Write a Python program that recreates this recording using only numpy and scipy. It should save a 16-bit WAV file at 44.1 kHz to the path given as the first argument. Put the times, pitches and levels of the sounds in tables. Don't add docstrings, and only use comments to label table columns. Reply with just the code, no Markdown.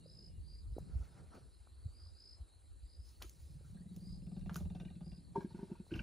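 import sys
import numpy as np
from scipy import signal
from scipy.fft import rfft, irfft
from scipy.io import wavfile
from scipy.ndimage import uniform_filter1d

SR = 44100
rng = np.random.default_rng(int(sys.argv[2]) if len(sys.argv) > 2 else 0)


def boost_factor(decibels):
    exponent = np.asarray(decibels, float) / 20
    return 10 ** exponent


def store_pcm(level_fs):
    pcm = np.round(np.clip(level_fs, -1, 1) * 32767).astype(np.int16)
    wavfile.write(sys.argv[1], SR, np.atleast_2d(pcm).T)


N = 265482

# (frequency [Hz], level [dB per Hz])
BREATH = [(200, 9), (380, 0.5), (620, -2), (930, -9), (1500, -10), (2600, -16), (5500, -16), (8000, -30.5)]
PUFF_T60_S, AIR_RISE_S = 0.084, .004


def evened(x):
    return x / np.sqrt(np.mean(x ** 2) + 1e-20)


def read(points, hz):
    f, value = np.transpose(points)
    return np.interp(np.log(hz + 1), np.log(f + 1), value)


def curve(rows, column):
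    return np.interp(np.arange(N) / SR, [r[0] for r in rows], [r[column] for r in rows])


def add(mix, s, sound):
    part = mix[max(round(s * SR), 0):][:len(sound)]
    part += sound[:len(part)]


def colour(x, points):
    gain = boost_factor(read(points, np.fft.rfftfreq(x.shape[-1], 1 / SR)))
    return irfft(rfft(x) * gain, x.shape[-1])


def slow_noise(count, size):
    return evened(uniform_filter1d(rng.standard_normal(count), size=size))


def swells(rows, rise):
    t = np.arange(0, N + 64, 64) / SR
    power = 0
    for s, db, fade in rows:
        away = np.maximum((t - s) / fade, (s - t) / (rise * fade))
        power = power + boost_factor(db) ** 2 * np.exp(-2 * away ** 1.5)
    return np.interp(np.arange(N) / SR, t, np.sqrt(power))


def noise(points, patchy_db, same=None, size=1024):
    # (frequency [Hz], likeness [0-1])
    same_low = [(60, 0.1), (200, 1), (700, 0.41), (1400, 0.73), (2400, 0.99)]
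    # (frequency [Hz], likeness [0-1])
    same_top = [(6500, 1), (10000, 1), (15000, .82)]
    frames, hz = 4 * N // size + 5, np.fft.rfftfreq(size, 1 / SR)
    a, b, c, d, patch = rng.standard_normal((frames, len(hz), 5)).T
    patch = evened(uniform_filter1d(uniform_filter1d(patch, size=10, axis=0), size=8, axis=1))
    like = np.clip(read(same_low + same_top, hz)[:, None] if same is None else same, -1, 1)
    left = a + 1j * b
    right = like * left + np.sqrt(1 - like ** 2) * (c + 1j * d)
    z = np.array([left, right]) * boost_factor(read(points, hz)[:, None] + patchy_db * patch)
    return evened(signal.istft(z, nperseg=size, noverlap=3 * size // 4)[1][:, :N])


def hush():
    # (frequency [Hz], level [dB per Hz])
    low = [(40, -50), (170, -29)]
    # (frequency [Hz], level [dB per Hz])
    air = [(300, -19), (600, -29.5), (1000, -34), (2000, -38.5), (3300, -40), (4050, -37.5), (4550, -72),
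           (5400, -45.5), (6900, -42), (7750, -24), (8600, -28), (11200, -71)]
    # (frequency [Hz], level [dB per Hz])
    high = [(12500, -49), (14400, -48), (14750, -62)]
    return boost_factor(-73.5) * noise(low + air + high, 2.5)


def chorus():
    # (peak time [s], peak level [dB], fade [s])
    far_trills = [
        (.8, -82, .12),
        (1.15, -83, 0.079),
        (1.55, -86, 0.11),
        (3.5, -82.5, 0.18),
        (4.3, -81, 0.13),
        (5.62, -89, 0.14),
    ]
    band = [(3500, -25), (3900, -2), (4200, 0), (4520, -3), (4650, -12), (5150, -15), (5400, -35)]
    out = boost_factor(-80.5) * noise(band, 4.2)
    trill_band = [(4400, -35), (4650, -1), (5200, 0), (5400, -35)]
    out = out + swells(far_trills, 1.0) * noise(trill_band, 2.3)
    whine_hz = 4505 + 8.0 * slow_noise(N, 2000)
    return out + boost_factor(-96) * np.sqrt(2) * np.sin(2 * np.pi * np.cumsum(whine_hz) / SR)


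def buzz():
    # (multiple of pulse rate, level [dB])
    harmonics = [(26, -20), (27, -4), (28, -8), (29, 0), (30, -2), (31, -7), (32, -7), (33, -16), (34, -18),
                 (35, -21)]
    out = np.zeros((2, N))
    for side in (1, -1, 1):
        rate_hz = 331.7 * (1 + .005 * slow_noise(N, 300))
        turns = np.cumsum(rate_hz) / SR + rng.random()
        lines = sum(boost_factor(db) * np.cos(2 * np.pi * order * turns + order ** 2) for order, db in harmonics)
        out += lines * np.array([[1], [.6]])[::side]
    return boost_factor(-82) * evened(out)


def whistles():
    # (start [s], length [s], from [Hz], to [Hz], level [dB])
    glides = [(0, 0.06, 2860, 2670, -84), (0.18, .1, 2710, 3070, -87), (0.277, .04, 3000, 2880, -85),
              (0.294, 0.077, 2750, 2940, -87), (0.348, .045, 2960, 2690, -83),
              (3.647, 0.047, 1600, 1460, -81), (3.765, 0.025, 1600, 1690, -73.5),
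              (3.767, 0.021, 1900, 1850, -79), (3.808, 0.025, 1720, 2000, -76),
              (3.855, 0.028, 1900, 2110, -85), (4.07, .03, 2020, 2170, -83), (5.129, .045, 2650, 2470, -89),
              (5.758, .06, 2620, 2440, -81)]
    out = np.zeros(N)
    for s, length, from_hz, to_hz, db in glides:
        t = np.arange(0, length, 1 / SR)
        waver = 1 + .35 * slow_noise(5000, 200)[:len(t)]
        mean_hz = from_hz + (to_hz - from_hz) * t / (2 * length)
        tone = np.sin(2 * np.pi * t * mean_hz) * signal.windows.tukey(len(t), .6)
        add(out, s, boost_factor(db) * waver * tone)
    return out


def crickets():
    # (start [s], chirps, spacing [s], strokes per chirp)
    phrases = [
        (.005, 5, .2133, 2),
        (1.088, 3, .229, 3),
        (1.786, 4, .2347, 3),
        (2.732, 3, .24, 3),
        (3.456, 4, .2603, 4),
        (4.496, 6, .2658, 4),
    ]
    out, t = np.zeros(N), np.arange(0, .022, 1 / SR)
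    for s, strokes in [(s + k * gap, n) for s, chirps, gap, n in phrases for k in range(chirps)]:
        for k in range(round(strokes)):
            for lag_s, hz, db in ((-.011, 8030, -70), (.108, 7720, -74)):
                phase = 2 * np.pi * hz * t * (1.014 - .6 * t) + 2 * np.pi * rng.random()
                tone = np.sin(phase) * abs(np.sin(np.pi * t / t[-1]))
                add(out, s + lag_s + .0305 * k, boost_factor(db + 1.2 * rng.standard_normal()) * tone)
    return out


def trills():
    # (start [s], length [s], first stroke rate [1/s])
    songs = [
        (.029, .285, 56.6),
        (.399, .23, 59.2),
        (1.87, .25, 60.7),
        (2.1185, .255, 57.5),
        (2.8, .2, 60.1),
        (2.966, .165, 57.5),
        (3.9775, .215, 60.2),
        (5.0143, .2, 60.4),
    ]
    # (level [dB], top pitch [Hz], rise [s])
    voices = [(-63, 5050, .07), (-65.5, 4830, .1), (-64.5, 4950, 0.14), (-60, 5040, 0.097),
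              (-69.5, 4950, .11), (-71.5, 5090, 0.037), (-64, 4920, 0.088), (-70, 4930, 0.039)]
    # (lag [s], level [dB])
    echoes = [(0, 0), (.0088, -12), (.0265, -14), (.047, -16)]
    out = np.zeros(N)
    for (s, length, rate), (db, hz, rise_s) in zip(songs, voices):
        t = np.arange(0, length, 1 / SR)
        count = t * rate * (1 - .1 * t)
        stroke = (count + .5) % 1 - .5
        level_db = db - 18 * np.maximum(1 - t / rise_s, 0)
        level_db = level_db - 20 * np.maximum(1 - (length - t) / .035, 0)
        climb = 1 - (1 - .905) * np.exp(-2.5 * (t / rise_s) ** 1.5)
        pitch_hz = hz * climb * (1.0 - .12 * stroke - .52 * np.maximum(stroke, 0) ** 2)
        scrape = slow_noise(len(t), 90)
        uneven = boost_factor(1.2 * rng.standard_normal(40))[np.round(count).astype(int)]
        gate = np.exp(-(stroke / .27) ** 2) * (1 + .2 * scrape) * uneven
        tone = evened(gate * np.sin(2 * np.pi * np.cumsum(pitch_hz) / SR))
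        for lag_s, echo_db in echoes:
            add(out, s + lag_s, boost_factor(level_db - 2.5 + echo_db) * tone * signal.windows.tukey(len(t), .1))
    return out


def wind():
    # (time [s], peak level [dB], frequency [Hz], cycles)
    thumps = [
        (0.718, -37.5, 68, 1.84),
        (0.946, -29.5, 74.5, 2.9),
        (0.992, -35.5, 61.6, 2.6),
        (1.854, -33.5, 82, 1.8),
        (2.394, -42, 62.7, 3.2),
        (2.812, -47.5, 51.5, 3.9),
        (2.977, -40.5, 71.6, 3.13),
        (3.182, -46.5, 52.6, 3.2),
        (3.237, -44.5, 55, 3.1),
    ]
    # (time [s], peak level [dB], frequency [Hz], cycles)
    knocks = [(3.722, -47.5, 150, 3.6), (5.207, -52.5, 200, 1.9), (4.83, -50.5, 330, 2.7),
              (5.513, -46, 129, 3.1), (0.056, -52.5, 520, 5.9), (0.764, -38.5, 354, 2.6),
              (0.782, -33.5, 467, 1.8), (0.894, -51.5, 308, 2.6), (1.669, -60, 667, 3),
              (1.672, -61, 1230, 5.6), (3.238, -55, 348, 7.9), (3.607, -58.5, 457, 4.1),
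              (3.972, -56, 412, 3.8)]
    # (time [s], peak level [dB], frequency [Hz], cycles)
    peeps = [
        (1.919, -74, 1160, 13),
        (2.059, -69.5, 1150, 12),
        (4.558, -39, 1335, 6.8),
        (4.562, -53.5, 1485, 23),
        (5.866, -56.5, 710, 2),
        (4.878, -66, 2400, 30),
        (4.88, -71, 1880, 46),
        (5.525, -69, 3800, 35),
    ]
    # (peak time [s], peak level [dB], fade [s])
    gusts = [(.38, -48.5, 0.11), (.55, -47, 0.051), (.73, -43.5, 0.095), (.97, -39.5, 0.056),
             (1.23, -55, 0.059), (1.6, -58, 0.041), (1.87, -53.5, 0.14), (2.04, -57, 0.082),
             (2.41, -49, 0.023), (2.57, -60.5, 0.045), (2.72, -56, 0.044), (2.83, -53.5, 0.021),
             (2.99, -57.5, 0.076), (3.25, -60, 0.067), (3.44, -52.5, 0.094), (3.6, -57, 0.23),
             (3.97, -39.5, 0.0095), (4.13, -51, 0.12), (4.46, -46.5, 0.085), (4.64, -47.5, 0.1),
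             (4.97, -61.5, 0.17), (5.27, -59.5, 0.048), (5.6, -63, 0.034), (5.99, -48, 0.026)]
    # (peak time [s], peak level [dB], fade [s])
    flurries = [
        (.1, -57, 0.44),
        (.85, -55, 0.18),
        (1.2, -61.5, 0.14),
        (1.43, -62.5, 0.076),
        (3.6, -83, 0.13),
        (4.4, -55, 1),
        (5.3, -59, 0.091),
    ]
    rumble_band = [(20, -40), (32, -18), (45, -2), (62, 1), (85, -5), (110, -21), (140, -38), (600, -70)]
    rumble = noise(rumble_band, 2.5, same=.45, size=2048)
    flutter_band = [(60, -25), (105, -2), (160, 0), (215, -15), (450, -25), (900, -42), (3000, -80)]
    flutter = noise(flutter_band, 2.5, same=.5, size=2048)
    hits = np.zeros(N)
    for s, db, hz, cycles in thumps + knocks + peeps:
        t = np.arange(0, cycles / hz, 1 / SR)
        turns = hz * t * (1 + 0.95 / cycles * (1 - t / t[-1]))
        add(hits, s, boost_factor(db) * np.sin(2 * np.pi * turns) * abs(np.sin(np.pi * t / t[-1])) ** 2.4)
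    lull_db, eddy_db, rise = -63.5, -74.5, 0.72
    eddies = boost_factor(eddy_db) * np.outer([1, -1], flutter[0, ::-1])
    return (boost_factor(lull_db) + swells(gusts, rise)) * rumble + swells(flurries, rise) * flutter + eddies + hits


def snaps():
    # (time [s], peak level [dB], brightness [dB per octave], tail t60 [s])
    cracks = [(0.7855, -56, 32, 0.13), (3.2188, -45.5, -6.5, 0.027), (3.2225, -39, 0, 0.056),
              (3.2285, -47, 5, 0.025), (3.2318, -50, -1, 0.11), (3.2948, -48.5, 8, 0.05),
              (3.09, -62, 8, 0.033), (3.507, -65, 6, .03), (3.963, -52, 7, 0.068), (4.3945, -63, -1, 0.11),
              (4.495, -41, -9, 0.17), (4.512, -49.5, -24, 0.034), (4.53, -61, 1, 0.03),
              (4.536, -57, 10, 0.027), (4.5434, -46, 2, 0.12), (4.5575, -39.5, 1, 0.051),
              (4.564, -39.5, 29, 0.15), (5.874, -70, 6, .03)]
    out, t = np.zeros(N), np.arange(6000) / SR
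    for s, db, slope_db, t60 in cracks:
        dull_db = min(slope_db, 0)
        spectrum = [(300, -8 - 3 * slope_db), (1100, -3 * slope_db), (6500, 0), (10500, dull_db - 6),
                    (16000, min(2 * slope_db, 0) - 7)]
        hiss = evened(colour(rng.standard_normal(len(t)), spectrum))
        grain = evened(uniform_filter1d(rng.exponential(1, len(t)) ** 2, size=40))
        crack, crumble = boost_factor(-60 * t / 0.011), grain * boost_factor(-15.5 - 60 * t / t60)
        add(out, s - .0005, boost_factor(db) * hiss * np.minimum(t / .001, 1) ** 2 * (crack + crumble))
    return out


def rustle():
    # (peak time [s], peak level [dB], fade [s])
    rubs = [
        (.8, -68.5, 0.049),
        (.95, -67, 0.095),
        (1.035, -61, 0.046),
        (1.17, -63.5, 0.098),
        (1.355, -59.5, 0.072),
        (1.9, -78, 0.68),
        (2.4, -76, 0.045),
        (3.23, -59, 0.025),
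        (3.67, -77.5, 0.17),
        (4.57, -57.5, 0.029),
    ]
    # (peak time [s], peak level [dB], fade [s])
    shakes = [(1.0, -81, 0.17), (1.35, -77, 0.029), (3.09, -73, 0.11), (3.25, -68, 0.11),
              (3.41, -73, 0.083), (3.53, -79, 0.064), (3.66, -78.5, 0.14), (3.97, -78, 0.18),
              (4.57, -68.5, 0.074), (5.42, -79, 0.044), (5.87, -80, 0.052)]
    # (frequency [Hz], level [dB per Hz])
    dull_band = [(200, 14.5), (700, 9.5), (1130, 1), (1360, 8.5), (1650, -1.5), (3000, -10), (6000, -10),
                 (15000, -61)]
    # (frequency [Hz], level [dB per Hz])
    bright_band = [(1500, -6), (4000, -1.5), (7000, 2.5), (10000, 3.5), (12000, -11), (14300, -2),
                   (15300, 3)]
    slips = boost_factor(0.46 * evened(uniform_filter1d(rng.exponential(1, N) ** 2, size=160) - 2))
    dull = swells(rubs, 0.8) * noise(dull_band, 3.3, size=512)
    bright = boost_factor(4.0) * swells(shakes, 0.39) * noise(bright_band, 2.5, size=512)
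    return (dull + bright) * evened(slips)


def ring(modes, db, rise=0.001):
    t, out = np.arange(4000) / SR, 0
    for hz, t60, mode_db, breathy in modes:
        shake = uniform_filter1d(rng.standard_normal((2, len(t))), size=130)
        shake = evened(uniform_filter1d(shake, size=130))
        hz = hz * (1 + .013 * (hz > 500) * rng.standard_normal())
        swell = (1 - np.exp(-t / (rise * (200 / hz) ** .45))) ** 2 * boost_factor(-60 * t / t60)
        tone = (1 - breathy + breathy * (shake[0] + 1j * shake[1])) * np.exp(2j * np.pi * hz * t)
        out = out + boost_factor(db + mode_db) * tone.imag * swell / swell.max()
    return out


def purr():
    # (time [s], rate [1/s])
    pace = [
        (3.5, 16),
        (3.555, 21.803),
        (3.761, 18.24),
        (4.542, 21.241),
        (5.2, 17.622),
    ]
    # (time [s], effort [dB], mouth opening [dB], rasp [dB])
    course = [
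        (3.5, -54, -44, -33),
        (3.75, -48.5, -30.5, -43),
        (4.02, -43, -33, -48),
        (4.15, -48.5, -30, -37),
        (4.33, -40.5, -22.5, -31),
        (4.55, -39.5, -14.5, -37.5),
        (4.8, -40, -19, -21),
        (5.05, -42.5, -19.5, -26),
        (5.2, -47, -28, -23.5),
    ]
    # (time [s], chest [dB], mouth [dB], rasp [dB])
    accents = [(3.555, 4.5, -4, -2), (3.605, -1, 0, 0), (3.655, -2, 1, 5), (3.7, -2, 8, 1),
               (3.75, 4, 8.5, 10), (3.91, 0.5, -5, -3), (4.37, 0, 4.5, 0.5), (4.42, -2.5, -25, 10),
               (4.465, 4.5, 0.5, 9.5), (4.605, 0, 2.5, 6), (4.655, -1, -4.5, 1), (4.75, -0.5, 6.5, 5.5),
               (4.8, -2, 7.5, 9), (4.855, -1.5, 2, 3), (4.905, -5.5, 3.5, 3.5), (4.958, -3.5, -14, 1),
               (5.01, 1.5, 4.5, -0.5), (5.065, 1.5, 0.5, -1), (5.118, -1.5, 7.5, 5.5), (5.175, 0, -6, -6),
               (4.27, 1.5, 1, 1), (4.32, 0, 3, 0.5), (4.7, -0.5, -0.5, 3)]
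    # (frequency [Hz], ring t60 [s], level [dB], breathiness [0-1])
    mouth_modes = [(354, 0.039, -0.5, 0), (1217, 0.12, -12.5, 0.37), (568, 0.18, -4.5, 0.73)]
    # (frequency [Hz], ring t60 [s], level [dB], breathiness [0-1])
    rasp_modes = [(2450, 0.053, 3, 0.6), (2740, 0.13, 4, 0.34), (3440, 0.03, -21, 0.46),
                  (1550, 0.3, -5.5, 0.29), (1850, 0.012, -1, 0.93), (3630, 0.037, 7.5, 0.76),
                  (5730, 0.02, -6, 0.96)]
    uneven_db, uneven_mouth_db, uneven_chest, uneven_mouth = 1.0, 1.8, .018, .04
    slack_hz, chest_hz, sag_hz_per_s, tense_at_s = 140.7, 183.4, 5.1, 3.73
    out, t = np.zeros(N), np.arange(N) / SR
    sounding = (t >= pace[0][0]) * (t < pace[-1][0])
    count = np.cumsum(curve(pace, 1) * sounding) / SR - .018
    slaps = np.flatnonzero(np.diff(np.floor(count)))
    levels_db = np.array([curve(course, k)[slaps] for k in range(1, 4)])
    for s, *accent_db in accents:
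        harder = np.arange(len(slaps)) == np.argmin(abs(t[slaps] - s))
        levels_db = levels_db + np.outer(accent_db, harder)
    puff_t = t[:2048]
    for s, (db, mouth_db, rasp_db), chance in zip(t[slaps], levels_db.T, rng.standard_normal((len(slaps), 5))):
        hz = chest_hz - sag_hz_per_s * (s - tense_at_s) if s > tense_at_s else slack_hz
        hz = hz * (1 + uneven_chest * chance[0])
        mouth_hz = 737 + 5.5 * (mouth_db + 21.0)
        mouth_hz = mouth_hz * (1 + uneven_mouth * chance[1])
        db = db + uneven_db * chance[2]
        mouth_db, rasp_db = [mouth_db, rasp_db] + uneven_mouth_db * chance[3:]
        chest_modes = [(hz, .062, 1.5, .12), (2 * hz, .05, -21, .4)]
        add(out, s - .005, ring(chest_modes, db, rise=0.011))
        jaws = ring([(mouth_hz, .065, 2.5, .4)] + mouth_modes, db + mouth_db - 3.5, rise=0.0025)
        shifted = [(f * (1 + uneven_mouth / 2 * chance[1]), *rest) for f, *rest in rasp_modes]
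        add(out, s - .0075, jaws + ring(shifted, db + rasp_db - 11.0))
        puff = evened(colour(rng.standard_normal(2048), BREATH)) * np.minimum(puff_t / AIR_RISE_S, 1)
        puff = puff * (boost_factor(-60 * puff_t / PUFF_T60_S) + boost_factor(-17) * np.hanning(2048))
        add(out, s - .007, boost_factor(db + (mouth_db + rasp_db) / 2 - 1) * puff)
    return out


def growl_and_snarl():
    # (time [s], chest peak [dB], throat [dB], mouth [dB], nose [dB])
    growl = [(5.344, -70, -62, -68, -74), (5.356, -50.5, -34.5, -31.5, -60.5), (5.366, -75, -34, -59, -84),
             (5.378, -35.5, -41.5, -74, -79), (5.405, -67, -49, -47, -60.5), (5.42, -58, -52, -68, -84),
             (5.385, -72, -60, -73, -71), (5.444, -38, -48, -58, -68.5), (5.505, -62, -81, -59.5, -80),
             (5.544, -42.5, -64, -59, -70.5), (5.589, -48, -45, -55, -70), (5.612, -66, -55, -64, -80),
             (5.627, -40, -45, -56, -90), (5.68, -64, -76, -61.5, -84), (5.697, -81, -47.5, -68, -93),
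             (5.714, -38, -51.5, -60.5, -72), (5.752, -83, -72, -60, -75), (5.798, -44, -66, -70, -81)]
    # (time [s], chest peak [dB], throat [dB], mouth [dB], rasp [dB])
    snarl = [
        (5.907, -65, -67, -53, -67),
        (5.917, -38, -34.5, -64, -55.5),
        (5.939, -39, -63, -55, -50),
        (5.948, -37, -69, -53, -61),
        (5.96, -41, -48, -68, -58),
        (5.977, -45, -59, -74, -60),
        (5.992, -54, -43.5, -43.5, -46.5),
        (6.004, -39.5, -66, -83, -68),
    ]
    # (frequency [Hz], ring t60 [s], level [dB], breathiness [0-1])
    growl_tract = [
        [(191, 0.043, 3.5, 0.15), (356, .06, -5, 0.16)],
        [(386.5, 0.092, -2.5, 0.14), (624, 0.065, -18, 0.63)],
        [(919, 0.046, 0, 0.37), (1070, 0.019, -26, 0.82)],
        [(1464, 0.14, 2.5, 0.35), (1630, 0.056, -15, 0.55), (2240, .07, -8, 0.69), (2650, 0.065, -1, .6),
         (4100, 0.033, -22, 1)],
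    ]
    # (frequency [Hz], ring t60 [s], level [dB], breathiness [0-1])
    snarl_tract = [
        [(115, 0.046, -3.1, 0.42), (200, 0.03, 0, 0.39)],
        [(329, 0.081, 0.0041, 0.3)],
        [(1516, 0.059, -2, .4), (926, 0.069, -15.5, 0.55), (1850, 0.038, -22, 0.47)],
        [(2305, 0.088, -5.5, 0.48), (2655, 0.027, -0.5, 0.91), (3000, 0.018, -6, 0.85), (4670, .03, -18.5, .9)],
    ]
    # (frequency [Hz], ring t60 [s], level [dB], breathiness [0-1])
    nose_first = [(1615, 0.078, 2.5, 0.28), (1440, 0.054, -8, 0.8), (2290, .06, -7, 0.47),
                  (3270, 0.042, -11, .7), (4200, .04, -9.5, 0.48)]
    nose_drops_s = 5.48
    out, t = np.zeros(N), np.arange(2048) / SR
    for rows, tract in ((growl, growl_tract), (snarl, snarl_tract)):
        for s, *levels_db in rows:
            parts = tract[:3] + [nose_first if s < nose_drops_s else tract[3]]
            add(out, s - .001, sum(ring(modes, db, rise=.006) for modes, db in zip(parts, levels_db)))
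            burst = evened(colour(rng.standard_normal(len(t)), BREATH)) * np.minimum(t / AIR_RISE_S, 1)
            add(out, s, boost_factor(max(levels_db[2:]) - 21 - 60 * t / PUFF_T60_S) * burst)
    return out


def cats():
    # (frequency [Hz], width [Hz], level [dB])
    hollows = [(465, 35, -9), (775, 35, -5), (1035, 55, -8), (1330, 70, -6), (1750, 60, -7)]
    hz = np.fft.rfftfreq(N, 1 / SR)
    dip_db = sum(db * np.exp(-((hz - f) / width) ** 2) for f, width, db in hollows)
    return irfft(rfft(purr() + growl_and_snarl()) * boost_factor(dip_db), N)


def breath():
    # (peak time [s], peak level [dB], fade [s])
    breaths = [
        (5.4, -64.5, 0.067),
        (5.52, -69, 0.069),
        (5.6, -64, 0.079),
        (5.7, -65, 0.12),
        (5.97, -53, 0.045),
    ]
    rasp = boost_factor(2.5 * slow_noise(N, 250))
    return swells(breaths, 1.0) * evened(rasp * colour(rng.standard_normal(N), BREATH))


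def foliage(x, t60):
    # (frequency [Hz], level [dB])
    leaves = [(150, -1), (400, -4), (1300, 4), (3000, 4), (6800, -3), (7800, -30), (8800, -30), (10500, -8)]
    t = np.arange(9000) / SR
    tail = rng.standard_normal((3, len(t))) * boost_factor(-60 * t / t60) * (t > .003)
    tail = colour(tail[:2] + .4 * tail[2], leaves)
    tail = tail / np.sqrt(np.sum(boost_factor(-120 * t / t60)))
    return signal.fftconvolve(x[None], tail, axes=1)[:, :N]


def scene():
    near = cats() + breath() + snaps() + crickets()
    far = trills() + whistles()
    scatter = boost_factor(-13) * foliage(near, .18) + boost_factor(-7.5) * foliage(far, .16)
    return chorus() + near + far + scatter + wind() + rustle() + buzz() + hush()


def top_cut(x):
    return signal.sosfilt(signal.butter(12, 16490, fs=SR, output="sos"), x)


def record(dry):
    # (frequency [Hz], phase [rad])
    port_phase = [(0, 0), (1000, .08), (1800, .15), (3000, .4), (4900, .35), (5500, 0), (6800, 0),
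                  (7320, 1.3), (7700, 2.7), (7980, 3.12), (8300, 3.14), (8720, 3.12), (9390, 1.5),
                  (10200, .4), (13000, 0), (15700, -2.8)]
    hz = np.fft.rfftfreq(N, 1 / SR)
    turn = np.exp(.5j * read(port_phase, hz))
    edge = boost_factor(read([(15, -24), (42, 0), (15650, 0), (15900, -22), (16400, -30), (17000, -60)], hz))
    mix = irfft(rfft(dry) * edge * np.array([turn, 1 / turn]), N)
    return top_cut(mix)


dry = scene()
out = record(dry)
store_pcm(out)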